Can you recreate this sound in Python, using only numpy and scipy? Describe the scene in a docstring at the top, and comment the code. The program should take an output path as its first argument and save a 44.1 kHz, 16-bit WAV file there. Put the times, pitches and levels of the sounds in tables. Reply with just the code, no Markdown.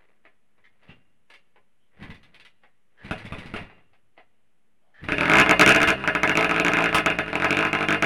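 """An old two-stroke motorcycle is kick-started in a gravel yard between stone walls.
The kick lever clicks, squeaks and thumps, the chain rattles, the cold engine chuffs.
Then it catches and idles in ragged volleys of pops that ring the exhaust pipe and silencer.
The walls throw every pop back, and the sharpest ones overload the microphone.
A faint high chirp and a faint low coo sound before the engine catches."""
import sys
import numpy as np
from scipy import signal
from scipy.fft import rfft, irfft
from scipy.io import wavfile
from scipy.ndimage import uniform_filter1d

SR = 44100
rng = np.random.default_rng(int(sys.argv[2]) if len(sys.argv) > 2 else 0)


def waveform_to_disk(signal):
    """Save audio, clipped to [-1, 1], as 16-bit WAV at the path in sys.argv[1]."""
    frames = np.transpose(np.atleast_2d(signal))
    scaled = np.clip(frames, -1, 1) * 32767
    samples = np.round(scaled).astype(np.int16)
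    wavfile.write(sys.argv[1], SR, samples)


N = 355005
TIME = np.arange(N) / SR

# lever, ratchet and control contacts: (time [s], level [dB], treble [dB])
CONTACTS = [(0.252, -44, -50.5), (0.579, -58.5, -32), (0.648, -69, -31), (0.833, -57.5, -7.5),
            (0.895, -49, -22.5), (1.301, -45.5, -4), (1.338, -51.5, 2.5), (1.56, -50, -44),
            (2.027, -39.5, -8.5), (2.103, -41, -8), (2.145, -61, 9.5), (2.231, -59.5, 6.5),
            (2.345, -54, 3.5), (2.399, -57, 7), (2.45, -54, 5.5), (2.635, -46.5, -35), (3.051, -44, -6.5),
            (3.181, -50, 6), (3.254, -46.5, 3.5), (3.384, -47.5, 7), (3.46, -55.5, 9.5), (3.564, -29, -16),
            (3.623, -42, -14.5), (3.699, -44.5, -40), (3.781, -54, -59), (3.933, -55, -16.5),
            (4.178, -42, -49), (5.04, -40, -8)]
# foot pushes on the lever: (time [s], length [s], chain rattle [dB], crank rumble [dB])
FOOT_PUSHES = [(0.0, 0.093, -65, -93), (0.586, 0.21, -77, -78), (0.839, 0.018, -68, -76.5),
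               (0.888, 0.021, -60.5, -57.5), (2.005, 0.059, -53, -44.5), (2.274, 0.141, -68, -71.5),
               (3.048, 0.5375, -48, -45), (5.035, 0.093, -51, -39.5)]
# knock and rumble spectrum: (frequency [Hz], level [dB])
THUMP_SPECTRUM = [(20, 5.5), (45, -7.5), (100, 1.5), (190, 1.5), (300, -7), (700, -35), (3000, -58.5)]


def strokes(jitter_s=.00025, spread_db=1.502, sputter_db=-37, sputter_spread_db=11):
    """Pulse trains of firings and misses; strokes between volleys barely burn."""
    # one pop per stroke: (time [s], pops [count], period [s], first level [dB], change per pop [dB])
    volleys = [(5.087, 1, .035, -11.5, 0), (5.121, 1, 0.0306, -6.5, -0.5), (5.183, 1, .027, -9.5, 0),
               (5.209, 4, 0.0238, -4.5, -1), (5.298, 4, 0.0189, -3.5, 0.5), (5.370, 4, 0.01462, 0, 0),
               (5.462, 1, .016, -7, 11), (5.494, 2, 0.01618, -2, 0.5), (5.595, 2, 0.01628, -0.5, 2),
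               (5.662, 5, 0.01498, 1.5, -1.09), (5.748, 2, 0.01278, 1, 1), (5.803, 3, 0.01393, -3, 1),
               (5.873, 3, 0.01508, -8.5, 4), (6.039, 1, .018, -12, -6), (6.076, 1, 0.0179, 0, -9),
               (6.151, 1, 0.0182, -.5, -10.5), (6.233, 1, 0.026, -0.5, -0.5), (6.276, 1, .019, -5.5, 0),
               (6.295, 2, .021, 0, -7.5), (6.354, 2, 0.0185, -3, 3.5), (6.391, 4, 0.01796, -5.5, 1.235),
               (6.494, 2, .018, -3.5, 3), (6.544, 4, 0.01812, -9, 2.5), (6.648, 3, 0.0172, 0, -0.5),
               (6.718, 2, 0.01682, -7.5, 7.5), (6.77, 6, 0.01782, -3.5, -.5), (6.892, 1, 0.0169, -11, 11),
               (6.928, 4, .0187, -8.5, 1.5), (7.061, 1, 0.0176, 0.5, -8.5), (7.102, 1, 0.01815, -5, -0.5),
               (7.188, 1, 0.02, -1.5, 0.5), (7.281, 1, 0.0204, -12, 0.5), (7.33, 2, 0.02486, -7.5, 6),
               (7.4, 3, 0.02227, -6, 1.5), (7.507, 3, 0.02057, -2, -3.5), (7.57, 4, 0.01916, -2, -2),
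               (7.651, 3, 0.019, -2, -7.5), (7.73, 2, 0.02107, -1, -1.5), (7.789, 3, .0195, -9, 2),
               (7.886, 4, 0.01997, -1, -1.5), (8.024, 2, 0.0202, -3, 0.5)]
    fired, missed = np.zeros(N), np.zeros(N)
    next_starts_s = [row[0] for row in volleys[1:]] + [N / SR]
    for (s, pops, period_s, db, change_db), next_s in zip(volleys, next_starts_s):
        pops_s = s + period_s * np.arange(pops) + jitter_s * rng.standard_normal(pops)
        for k, pop_s in enumerate(pops_s):
            add(fired, pop_s, amp([db + k * change_db + spread_db * rng.normal()]))
        turns = max(round((next_s - pops_s[-1]) / period_s), 1)
        for miss_s in np.linspace(pops_s[-1], next_s, turns + 1)[1:-1]:
            add(missed, miss_s, np.ones(1))
            add(fired, miss_s, amp([sputter_db + sputter_spread_db * rng.normal()]))
    return fired, missed


def firings(fired, missed, turbulence=0.588, miss_db=-22, sizzle_db=-19.5, pump_db=-27, port_hz=4600):
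    """A firing is a pressure step with eddies and metal sizzle; a miss spits; every stroke pumps."""
    # exhaust blast: (frequency [Hz], level [dB])
    blast_spectrum = [(25, -24.5), (60, -5.5), (150, -2.5), (320, -1.5), (450, -6), (530, -5.5),
                      (650, -3.5), (800, -3), (1100, -3), (1500, -0.5), (2500, -2), (2850, -2.5),
                      (3300, -19.5), (4500, -25.5), (7800, -46.5), (9700, -25.5), (12000, -49),
                      (16000, -53)]
    # shaken cooling fins and fittings: (frequency [Hz], level [dB])
    fin_spectrum = [(1500, -42), (3000, 15.5), (4500, 0.5), (6000, -6), (7800, -25), (9700, -3.5),
                    (11500, -15), (16000, -25.5)]
    # crankcase pumping: (frequency [Hz], level [dB])
    pump_spectrum = [(25, 19), (50, 7), (90, 10), (190, 5.5), (310, 0.5), (450, 2), (530, -9), (640, 1.5),
                     (900, -23.5), (1450, -19.5), (2700, -40.5), (4000, -28), (16000, -59.5)]
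    eddies = turbulence * wake(fired, fade_s=0.001004) + amp(miss_db) * wake(missed, fade_s=0.00154)
    pressure = fired + passband(eddies, 600, "high")
    blasts = passband(convolve(pressure, impulse(blast_spectrum)), port_hz, "low")
    sizzle = convolve(wake(fired, fade_s=0.00604), impulse(fin_spectrum))
    pumping = convolve(np.sign(fired), impulse(pump_spectrum))
    return blasts + amp(sizzle_db) * sizzle + amp(pump_db) * pumping


def bark(fired, rise_width_hz=1400):
    """The pipe mouth rings for a few cycles, growing faster than the firing strength."""
    # mouth modes: (frequency [Hz], width [Hz], gain [dB], growth [exponent])
    mouth_modes = [(1474.2, 177, 24.5, 1.436), (2269.8, 278, 29.5, 1.328)]
    return sum(amp(db) * resonate(resonate(fired ** growth, hz, width_hz), hz, rise_width_hz)
               for hz, width_hz, db, growth in mouth_modes)


def exhaust_pipe(gas):
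    """Gas rings the pipe; hotter gas carries sound faster and raises the standing waves."""
    # standing waves when hot: (frequency [Hz], width [Hz], gain [dB])
    pipe_modes = [(179.7, 50.7, 7.5), (246.4, 50, -4), (308, 23.8, 11.5), (446.1, 20.95, 12),
                  (521.4, 20, -15), (659.75, 32.8, 13), (790.7, 35, 5), (1018.8, 27.5, 8)]
    # pitch drift with gas heat: (time [s], share of hot pitch [ratio])
    heat_tuning = [(5.1, 0.969), (5.2, .88), (5.3, 0.9534), (5.41, 0.999), (5.47, 0.99), (5.53, 0.994),
                   (5.58, 0.957), (5.69, 0.995), (5.85, 1.0), (6.1, 0.956), (6.45, 0.991), (6.97, 0.995),
                   (7.25, 0.9724), (7.9, 1.018)]
    pipe_time_s = np.cumsum(curve(heat_tuning)) / SR   # warped clock shifts all modes together
    inside = np.interp(TIME, pipe_time_s, gas)
    ringing = colour(inside, pipe_modes) - inside
    return gas + np.interp(pipe_time_s, TIME, ringing)


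def silencer(gas):
    """The steel can adds resonances of constant pitch."""
    # steel modes: (frequency [Hz], width [Hz], gain [dB])
    steel_modes = [(1080, 40, -4), (1150, 24, 7), (1287, 22, 12), (1360, 30, -5), (1430, 36, 10),
                   (1490, 24, 5), (1630, 36, 6), (1708, 26, 6), (1830, 50, -4), (2010, 50, -5),
                   (2100, 24, 9), (2210, 24, 6), (2495, 30, 7), (2565, 24, 9), (2788, 30, 10),
                   (3560, 90, 7)]
    return colour(gas, steel_modes)


def afterburn():
    """Mixture burning on in the pipe roars briefly."""
    # late flames: (time [s], level [dB], fade [s])
    flames = [(5.389, -23.5, 0.0122), (5.616, -19, 0.0046), (5.677, -19, 0.0263), (5.816, -25.5, 0.007),
              (5.875, -15, 0.009), (6.946, -9.5, 0.0066)]
    # flame roar: (frequency [Hz], level [dB])
    flame_spectrum = [(60, -2), (400, -8.5), (1500, -0.5), (2700, 4), (4000, -13.5), (6500, -19),
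                      (8000, -24), (9700, -13.5), (16000, -81.5)]
    envelope = sum(amp(db) * (TIME > s) * np.exp(-np.abs(TIME - s) / fade_s) for s, db, fade_s in flames)
    return envelope * noise(flame_spectrum)


def chuffs(turbulence=1.817):
    """The cold engine lets out unfired compression in dull puffs."""
    # releases: (time [s], level [dB], fade [s])
    releases = [(3.110, -20, 0.0038), (3.323, -26.5, 0.0106), (3.539, -25.5, 0.0073),
                (3.561, -29.5, 0.0114)]
    # cold puff: (frequency [Hz], level [dB])
    puff_spectrum = [(30, -42.5), (150, 1.5), (400, -4), (900, -1), (1600, -5), (2700, -3.5), (4000, -20),
                     (7000, -35.5), (10000, -25), (15000, -72)]
    out = np.zeros(N)
    for s, db, fade_s in releases:
        add(out, s, amp(db) * puff(turbulence, fade_s))
    return convolve(out, impulse(puff_spectrum))


def lever(contacts, ring_db=-2, spread_db=2):
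    """Contacts ring the same steel parts, each mode at a random strength."""
    # lever and footrest modes: (frequency [Hz], width [Hz], gain [dB])
    lever_modes = [(850, 36, -19.5), (1709, 67, -0.5), (1980, 114, 3.5), (2200, 55, -3.5), (2783, 68, -6.5),
                   (3490, 110, -8), (3950, 146, -6), (4777, 110, 1)]
    return contacts + sum(amp(ring_db + db + spread_db * rng.normal()) * resonate(contacts, hz, width_hz)
                          for hz, width_hz, db in lever_modes)


def clicks(edge_hz=3500, sharp_db=15):
    """Steel parts meet, chatter and ring; hard contacts keep their treble."""
    # steel click: (frequency [Hz], level [dB])
    click_spectrum = [(80, -19.5), (280, 2), (900, 6.5), (1500, 1.5), (2500, 3), (4000, -11), (5500, -23.5),
                      (7500, -30.5), (10000, -27), (15000, -49)]
    out = np.zeros(N)
    for s, db, treble_db in CONTACTS:
        contact = lever(puff(roughness=2.615, fade_s=0.00875))
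        add(out, s, amp(db) * shelf(contact, edge_hz, amp(treble_db + sharp_db)))
    return convolve(out, impulse(click_spectrum))


def thumps():
    """The kicked crank knocks through frame and stand, which shake briefly."""
    # knocks: (time [s], level [dB])
    knocks = [(0.892, -40.5), (2.021, -32.5), (2.095, -31), (3.048, -31.5), (3.112, -23), (3.25, -34.5),
              (3.322, -23.5), (3.385, -30.5), (3.457, -31), (3.538, -23), (3.612, -30.5), (5.032, -28.5)]
    out = np.zeros(N)
    for s, db in knocks:
        add(out, s, amp(db) * puff(roughness=0.57, fade_s=0.015))
    return convolve(out, impulse(THUMP_SPECTRUM))


def chain_force(caught_s=5.085, ramp_s=0.0041, running_db=-43, shaken_db=-19):
    """The chain shakes under the foot, around each click, and steadily once the engine runs."""
    pushed = sum(amp(db) * swell(s, length_s, rise_db_per_s=250.5, fall_db_per_s=137)
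                 for s, length_s, db, _ in FOOT_PUSHES)
    shaken = sum(amp(db + shaken_db) * swell(s, 0, rise_db_per_s=900, fall_db_per_s=190)
                 for s, db, _ in CONTACTS)
    running = np.clip((TIME - caught_s) / ramp_s + 1, 0, 1)
    return pushed + shaken + amp(running_db) * running


def chain(links_per_s=450, rub_db=-8, full_treble_db=-43):
    """Links ring the lever parts over a rubbing noise, brighter when shaken harder."""
    # chain rattle: (frequency [Hz], level [dB])
    rattle_spectrum = [(150, -27.5), (260, -7.5), (450, 0), (900, -6.5), (1350, -6.5), (2300, -6.5),
                       (3900, -18.5), (5200, -28), (7500, -37), (9800, -25.5), (12500, -56.5),
                       (16000, -64.5)]
    hits = (rng.random(N) < links_per_s / SR) * rng.choice([-1, 1], N)
    links = rms_one(convolve(lever(hits), impulse(rattle_spectrum)))
    rattle = links + amp(rub_db) * noise(rattle_spectrum)
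    force = chain_force()
    hardness = np.minimum(force / amp(full_treble_db), 1)
    return force * shelf(rattle, edge_hz=3700, treble_gain=hardness)


def crank():
    """The crank rumbles while it is kicked over."""
    turning = sum(amp(db) * swell(s, length_s, rise_db_per_s=551, fall_db_per_s=88)
                  for s, length_s, _, db in FOOT_PUSHES)
    return turning * noise(THUMP_SPECTRUM)


def short_tones(width_hz=120, upper_hz=3050, upper_db=-14):
    """Short narrow-band tones: lever squeaks, a faint high chirp, a faint low coo."""
    # tones: (time [s], length [s], frequency [Hz], level [dB])
    tones = [(0.639, 0.0285, 1898, -56.5), (0.881, 0.0425, 2746, -56), (1.79, 0.091, 3110, -83.5),
             (2.97, 0.108, 1704, -59), (4.803, 0.214, 670.8, -76.5), (4.937, 0.083, 1748, -57)]
    out = np.zeros(N)
    for s, length_s, hz, db in tones:
        white = rng.standard_normal(SR // 4)
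        bands = resonate(white, hz, width_hz) + amp(upper_db) * resonate(white, upper_hz, width_hz)
        tone = rms_one(passband(bands, 3300, "low"))[:int(length_s * SR)]
        add(out, s, amp(db) * tone * signal.windows.tukey(len(tone), .25))
    return out


def yard(x, onset_s=.006, near_db=2, far_db=-14):
    """Direct sound, wall echoes, scatter from gravel and hedges, a faint tail between houses."""
    # ground and wall reflections: (delay [s], level [dB])
    echoes = [(.0062, -7.5), (.0072, -14), (.0119, -10.5), (.0132, -9), (.0182, -16), (0.0204, -10.5),
              (.035, -19.5), (0.0447, -20), (0.0523, -16.5)]
    response = np.zeros(SR)
    response[0] = 1
    for delay_s, db in echoes:
        add(response, delay_s, amp([db]))
    add(response, onset_s, amp(near_db) * passband(scatter(fade_s=0.015), 250, "high"))
    add(response, onset_s, amp(far_db) * passband(scatter(fade_s=0.13), 4000, "low"))
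    return convolve(x, whiten(response))


def background(air_db=-73.5, hum_db=-84.5, hum_hz=217.3, width_hz=14):
    """Still outdoor air and a faint far hum."""
    # outdoor air: (frequency [Hz], level [dB])
    air_spectrum = [(20, -9), (60, 0.5), (130, 0.5), (190, 3), (270, -1.5), (500, -4), (1000, -10),
                    (2000, -9), (3000, -12.5), (4500, -24.5), (11000, -21.5), (16000, -41)]
    air = noise(air_spectrum)
    hum = resonate(resonate(rng.standard_normal(N), hum_hz, width_hz), hum_hz, width_hz)
    return amp(air_db) * air + amp(hum_db) * rms_one(hum)


def puff(roughness, fade_s, size=4096):
    """A unit pulse with a decaying noise tail."""
    tail = rng.standard_normal(size) * np.exp(-TIME[:size] / fade_s)
    x = roughness * tail / np.linalg.norm(tail)
    x[0] += 1
    return x


def wake(pulses, fade_s):
    """Turbulence dies away after every pulse; energy 1 for a unit pulse."""
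    decay = np.exp(-1 / (fade_s * SR))
    envelope = np.sqrt(1 - decay ** 2) * signal.lfilter([1], [1, -decay], pulses + 1e-18)
    return envelope * rng.standard_normal(N)


def scatter(fade_s, size=32768):
    """Dense decaying reflections that favour no pitch; energy 1."""
    fade = np.exp(-TIME[:size] / fade_s)
    x = rng.standard_normal(size) * fade
    for _ in range(5):
        x = irfft(np.exp(1j * np.angle(rfft(x))))   # flatten the spectrum
        x = x * fade / np.sqrt(uniform_filter1d(x ** 2, size=256) + 1e-14)   # restore the decay
    return x / np.linalg.norm(x)


def whiten(response, size=16384):
    """Even out a response's spectrum at equal energy."""
    power = np.abs(rfft(response[:size]))[1:] ** 2
    for _ in range(3):
        power = uniform_filter1d(power, size=9)
    hz = np.arange(1, len(power) + 1) * SR / size
    inverse_spectrum = np.column_stack([hz, -10 * np.log10(power)])
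    even = convolve(response, impulse(inverse_spectrum, size))
    return even * np.linalg.norm(response) / np.linalg.norm(even)


def impulse(spectrum, size=4096):
    """Minimum-phase pulse with this spectrum; peak 1."""
    hz, db = np.transpose(spectrum)
    grid_hz = np.maximum(np.arange(size // 2 + 1) * SR / size, 1)
    magnitude = amp(np.interp(np.log(grid_hz), np.log(hz), db))
    cepstrum = irfft(np.log(magnitude))
    cepstrum[1:size // 2] *= 2
    cepstrum[size // 2 + 1:] = 0
    pulse = irfft(np.exp(rfft(cepstrum)))
    return pulse / np.abs(pulse).max()


def noise(spectrum):
    return rms_one(convolve(rng.standard_normal(N), impulse(spectrum)))


def resonate(x, hz, width_hz):
    """Two-pole resonance; peak gain 1."""
    r = np.exp(-np.pi * width_hz / SR)
    feedback = [1, -2 * r * np.cos(2 * np.pi * hz / SR), r * r]
    return signal.lfilter(np.array([1, 0, -1]) * (1 - r * r) / 2, feedback, x + 1e-18)


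def colour(x, modes):
    """Resonances in series, each lifting or cutting its band."""
    for hz, width_hz, db in modes:
        x = x + (amp(db) - 1) * resonate(x, hz, width_hz)
    return x


def shelf(x, edge_hz, treble_gain):
    """Scale the treble; the two bands are in antiphase, hence the minus."""
    return passband(x, edge_hz, "low") - treble_gain * passband(x, edge_hz, "high")


def passband(x, hz, kind):
    return signal.sosfilt(signal.butter(2, hz, kind, fs=SR, output="sos"), x)


def convolve(x, response):
    return signal.fftconvolve(x, response)[:len(x)]


def swell(s, length_s, rise_db_per_s, fall_db_per_s):
    """Gain that rises to 1 at time s, holds, then falls."""
    before_s = np.clip(s - TIME, 0, 1)
    after_s = np.maximum(TIME - s - length_s, 0)
    return amp(-rise_db_per_s * before_s - fall_db_per_s * after_s)


def curve(rows):
    return np.interp(TIME, *np.transpose(rows))


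def add(out, s, sound):
    at = max(int(s * SR), 0)
    part = sound[:max(N - at, 0)]
    out[at:at + len(part)] += part


def amp(db):
    return 10 ** (np.asarray(db) / 20)


def rms_one(x):
    return x / np.sqrt(np.mean(x ** 2) + 1e-20)


def scene(bark_spread=0.263, firing_db=-1):
    """The motorcycle in the yard; the bark beams ahead, so little of it reaches the walls."""
    fired, missed = strokes()
    gas = amp(firing_db) * firings(fired, missed) + afterburn() + chuffs()
    crack = bark(fired)
    machine = silencer(exhaust_pipe(gas) + bark_spread * crack) + clicks() + thumps()
    return (crack + yard(machine + short_tones()) + chain() + crank() + background())[None]


def record(dry, ceiling=0.5345, knee=10, low_cut_hz=14, high_cut_hz=16000, dc_offset=-.0016):
    """The microphone flattens peaks; the level steps down once; bottom and top are cut."""
    # level step: (time [s], gain [dB])
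    level_step = [(5.725, -1.5), (5.735, -5)]
    sound = passband(dry, low_cut_hz, "high")
    flattened = sound / (1 + np.abs(sound / ceiling) ** knee) ** (1 / knee)
    high_cut = signal.ellip(10, .1, 80, high_cut_hz, fs=SR, output="sos")
    return dc_offset + signal.sosfilt(high_cut, flattened * amp(curve(level_step)))


dry = scene()
out = record(dry)
waveform_to_disk(out)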